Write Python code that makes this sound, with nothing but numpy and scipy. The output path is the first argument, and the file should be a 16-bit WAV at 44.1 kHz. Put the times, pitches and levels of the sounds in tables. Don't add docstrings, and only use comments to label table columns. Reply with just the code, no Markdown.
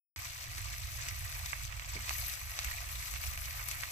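import sys
import numpy as np
from scipy import signal
from scipy.fft import rfft, irfft, next_fast_len
from scipy.io import wavfile
from scipy.ndimage import uniform_filter1d

SR = 44100
rng = np.random.default_rng(int(sys.argv[2]) if len(sys.argv) > 2 else 0)


def file_out(sig):
    cols = np.atleast_2d(sig).T
    lim = np.clip(cols, -1, 1)
    pcm = np.round(lim * 32767).astype(np.int16)
    wavfile.write(sys.argv[1], SR, pcm)


N = 172431
T = np.arange(N) / SR
FFT_SIZE = next_fast_len(N + SR // 2)
HZ = np.fft.rfftfreq(FFT_SIZE, 1 / SR)

# time_s, middle_db, low_treble_db, high_treble_db
SIZZLE_LEVELS = [(0.16, -49, -49.5, -52), (0.25, -47.5, -47, -51.9), (0.46, -51, -49, -55),
                 (0.561, -50, -48.5, -52.5), (0.72, -50, -49, -55.5), (0.95, -49, -48, -49.5),
                 (1.07, -44.5, -47.5, -53.5), (1.17, -48.5, -48, -49.5), (1.45, -48.5, -49, -49.5),
                 (1.66, -51.5, -48, -54), (1.7, -49.4, -53.5, -61.5), (1.86, -47.5, -49, -54.5),
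                 (2.07, -47.5, -46, -54), (2.12, -43, -42.9, -44.5), (2.2, -44.9, -43.5, -41),
                 (2.42, -50, -49.5, -49.5), (2.66, -46.5, -47, -49.5), (2.85, -47.5, -47.5, -48.5),
                 (3.03, -47, -46, -44.5), (3.25, -47, -47.5, -48.5), (3.33, -46.5, -46.5, -46),
                 (3.62, -46, -47, -46.5), (3.72, -46.5, -46.5, -48), (3.9, -49, -48.5, -49.2)]
# low_hz, high_hz, bursts_per_s, spread_db, life_cycles, gain_db
BUBBLE_SIZES = [(239, 3870, 1900, 4.5, 3.33, -1), (3056, 8660, 2000, 5, 2.5, 0.5),
                (9070, 16100, 1900, 7.5, 5.5, 0)]
# centre_s, half_length_s, change_db
SIZZLE_SPURTS = [(3.152, 0.014, 1.5), (3.19, 0.016, -3), (3.247, 0.032, 3), (3.369, 0.02, -3),
                 (3.764, 0.025, 0)]
# start_s, relative_peak_db, pitch_hz, width_octaves
BIG_BUBBLES = [(.254, -28, 1760, 1.15), (.581, -27, 6200, 0.65), (1.0243, -26.5, 4300, 0.51),
               (1.086, -23.5, 4140, 1.05), (1.3045, -46, 4500, .9), (1.460, -22, 5420, 0.6),
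               (1.5314, -18.5, 1620, 0.54), (1.635, -27, 9000, 1), (1.652, -26, 5860, 0.55),
               (1.725, -30, 2430, 0.69), (1.7965, -25, 2200, 1.3), (1.847, -31, 2580, .9),
               (2.079, -26.5, 1370, 0.88), (2.094, -16.5, 3900, 0.77), (2.1075, -21, 960, 0.67),
               (2.1235, -47, 1400, 1.2), (2.184, -20, 9600, .9), (2.338, -23.5, 5800, 0.71),
               (2.5905, -16, 4650, .6), (2.6465, -23, 4350, 2.3), (2.713, -26, 2260, 1.1),
               (3.139, -27.5, 2540, 2.1), (3.1612, -24, 2150, 0.64), (3.239, -24.5, 2410, 1.1),
               (3.2663, -30.5, 4070, 1.1), (3.376, -25, 2860, 1.5), (3.6876, -18, 10800, 1.3),
               (3.7138, -21.5, 4370, 1.02), (3.8086, -27.5, 6500, 0.66), (3.8347, -18.5, 1450, 1.34)]
# frequency_hz, left_db, right_db
PAN_COLOUR = [(280, -26, -21.5), (466, -30, -25.5), (690, -17, -8), (785, -24.6, -13.5),
              (1250, -14.5, -2.6), (1374, -18, -9), (2180, -14, -0.9), (2500, -14, -1.64),
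              (3350, -16, -14.5), (4320, -10.5, -16), (5560, -12, -18.5), (6160, -4.5, -24),
              (6650, -12, -13), (7110, -17.5, -30), (7680, -4.5, -31), (8400, -12, -23), (9480, -15, -18.5),
              (10300, -6, -21), (11150, -11.3, -25), (11650, -7, -19.5), (13900, -7.5, -17.5),
              (16200, -15, -45)]
# time_s, deep_rumble_db, upper_rumble_db
FAN_DRAUGHT = [(.16, -57.5, -48.5), (.42, -53, -60.5), (.48, -47, -49), (1.4, -46.5, -52),
               (1.65, -45.5, -53), (2.15, -46.5, -53.5), (2.4, -47.5, -56.5), (2.9, -47.5, -55.5),
               (3.3, -44.5, -55), (3.9, -52.5, -52)]
# frequency_hz, left_db, right_db
FAN_COLOUR = [(12, -11, -26), (22, -5, -16), (36.4, -16, -11), (45.6, -1.5, 0), (60, -1.5, 5),
              (85, -6.5, 1), (106.3, -11, -1.5), (133.4, -16.5, -10), (163.7, -30.5, -21.5),
              (218, -65, -42), (320, -41, -30), (500, -62, -61), (1500, -63, -71)]
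# frequency_hz, gain_db
BUMP_COLOUR = [(60, -24), (140, 6), (260, -1), (420, -3.5), (600, -16), (1500, -33)]

RIGHT_LAG_S = .00033
ROOM_T60_S = .14


def sizzle(colour, spots=12, foam_db=-4):
    times, *levels = np.transpose(SIZZLE_LEVELS)
    flurry_db = .92 * wobble(240)
    surge_db = .9 * wobble(14)
    spurt_db = sum(db * np.exp(-((T - at) / half) ** 2) for at, half, db in SIZZLE_SPURTS)
    out = 0
    for (low, high, rate, spread_db, cycles, gain_db), level in zip(BUBBLE_SIZES, levels):
        crackle = sum(from_pan(bursts(low, high, rate / spots, spread_db, cycles)) for _ in range(spots))
        foam = amp(foam_db) * rng.standard_normal((2, N))
        band = 1 / np.sqrt((1 + (low / (HZ + 1)) ** 8) * (1 + (HZ / high) ** 16))
        layer = unit(filtered(unit(crackle) + foam, band * colour))
        level_db = np.interp(T, times, level) + gain_db + wobble(40)
        out = out + layer * amp(level_db + flurry_db + surge_db + spurt_db)
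    return out


def bursts(low_hz, high_hz, per_s, spread_db, cycles, count=2500, size=384):
    wait, pitch, life, closed = rng.random((count, 4)).T
    strength = amp(spread_db * np.minimum(rng.standard_normal(count), 2.2))
    starts = (np.cumsum(-np.log(1 - wait)) / per_s * SR).astype(int)
    live = starts < N
    hz = low_hz + (high_hz - low_hz) * pitch[live, None]
    longer = np.where(closed[live, None] < .12, 4.6, 1)
    turns = hz * T[:size]
    height = strength[live, None] * np.sqrt(hz / np.sqrt(longer))
    decay = fade(turns, cycles * longer * (.5 + life[live, None]))
    rings = height * np.sin(2 * np.pi * turns) * decay
    samples = starts[live, None] + np.arange(size)
    return np.bincount(samples.ravel(), rings.ravel(), N)[:N]


def spatter(colour, ticks_per_s=170, level_db=-54, spots=6, count=400):
    ticks = 0
    for _ in range(spots):
        starts = (np.cumsum(rng.exponential(1, count)) * spots / ticks_per_s * SR).astype(int)
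        strength = amp(-.5 * np.minimum(rng.standard_normal(count), 2))
        live = starts < N
        ticks = ticks + from_pan(np.bincount(starts[live], strength[live], N))
    times, _, treble_db, _ = np.transpose(SIZZLE_LEVELS)
    swell_db = np.interp(T, times, treble_db - treble_db.mean())
    return unit(filtered(ticks, colour)) * amp(level_db + swell_db)


def pops(colour, gain_db=-1.5, glide_s_per_octave=.0004, size=2 ** 14):
    out = np.zeros((2, N + size))
    f = np.fft.rfftfreq(size, 1 / SR)
    mics = np.array([np.interp(f, HZ, side) for side in colour])
    direct = np.exp(-2j * np.pi * f * np.array([[0], [RIGHT_LAG_S]]))
    lead = 128
    for start_s, peak_db, pitch_hz, width in BIG_BUBBLES:
        octaves = np.log2((f + 1) / pitch_hz)
        peak = np.exp(-.5 * (octaves / width) ** 2)
        skirt = amp(-6.5) * (octaves < 0) * np.exp(-.5 * (octaves / 4.9) ** 2)
        phase = 2 * np.pi * np.cumsum(glide_s_per_octave * octaves) * f[1]
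        chirp = np.maximum(peak, skirt) * np.exp(-1j * phase)
        spray = amp(-4) * tail(t60_s=.035)
        room = amp(-14) * tail(ROOM_T60_S)
        path = direct + rfft(spray + room, size)
        snap = np.roll(irfft(path * mics * chirp), lead, axis=1)
        first = round(start_s * SR) - lead
        out[:, first:first + size] += amp(peak_db + gain_db) * snap / abs(snap).max()
    return out[:, :N]


def from_pan(x, wall_db=-2.5, room_db=-8):
    path = amp(wall_db) * tail(t60_s=.027) + amp(room_db) * tail(ROOM_T60_S)
    right_lag = round(RIGHT_LAG_S * SR + rng.normal(0, 1))
    path[0, 0] += 1
    path[1, right_lag] += 1
    return signal.oaconvolve(x[None], path, axes=1)[:, :N]


def hood(echo_db=-9, smooth_bins=1500):
    response = 1 + rfft(amp(echo_db) * tail(t60_s=.088), FFT_SIZE)
    return response / uniform_filter1d(abs(response), smooth_bins, axis=1)


def fan(correlation=.9, split_hz=83.2, swell_db=1.6):
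    middle, side = rng.standard_normal((2, N))
    angle = np.arccos(correlation) / 2
    air = np.cos(angle) * middle + np.sin(angle) * np.array([side, -side])
    deep = 1 / (1 + (HZ / split_hz) ** 8)
    times, *levels = np.transpose(FAN_DRAUGHT)
    rumble = 0
    for band, level_db in zip((deep, 1 - deep), levels):
        layer = unit(filtered(air, gains(FAN_COLOUR) * band))
        rumble = rumble + layer * amp(np.interp(T, times, level_db))
    return rumble * amp(swell_db * wobble(13))


def mains_hum(pitch_hz=120.9, level_db=-59):
    return amp(level_db) * np.sin(2 * np.pi * pitch_hz * T)


def bump(start_s=1.953, boom_hz=215, attack_s=.0031):
    t = np.maximum(T - start_s, 0)
    thud = unit(filtered(rng.standard_normal(N), gains(BUMP_COLOUR)))
    boom = unit(filtered(rng.standard_normal(N), np.exp(-((HZ - boom_hz) / 60) ** 2)))
    knock = amp(-44) * thud * fade(t, t60=.13) + amp(-55.5) * boom * fade(t, t60=.35)
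    return knock * (1 - np.exp(-t / attack_s)) * amp([[-2], [2]])


def amp(db):
    return 10 ** (np.asarray(db) / 20)


def unit(x):
    return x / np.sqrt(np.mean(x ** 2) + 1e-20)


def fade(t, t60):
    return np.exp(-np.log(1000) * t / t60)


def gains(points):
    hz, *columns = np.transpose(points)
    return amp([np.interp(np.log(HZ + 1), np.log(hz), db) for db in columns])


def filtered(x, response):
    return irfft(rfft(x, FFT_SIZE) * response, FFT_SIZE)[..., :N]


def wobble(knots_per_s):
    return np.interp(T * knots_per_s, np.arange(4096), rng.standard_normal(4096))


def tail(t60_s):
    t = T[:SR // 4]
    cloud = rng.standard_normal((2, len(t))) * fade(t, t60_s) * (1 - np.exp(-t / .0002))
    return cloud / np.linalg.norm(cloud, axis=1, keepdims=True)


def scene():
    colour = gains(PAN_COLOUR)
    pan = sizzle(colour * hood()) + spatter(colour) + pops(colour)
    return pan + fan() + mains_hum() + bump()


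def record(dry, start_s=.161, top_hz=15550):
    return filtered(dry * (T >= start_s), HZ < top_hz)


dry = scene()
out = record(dry)
file_out(out)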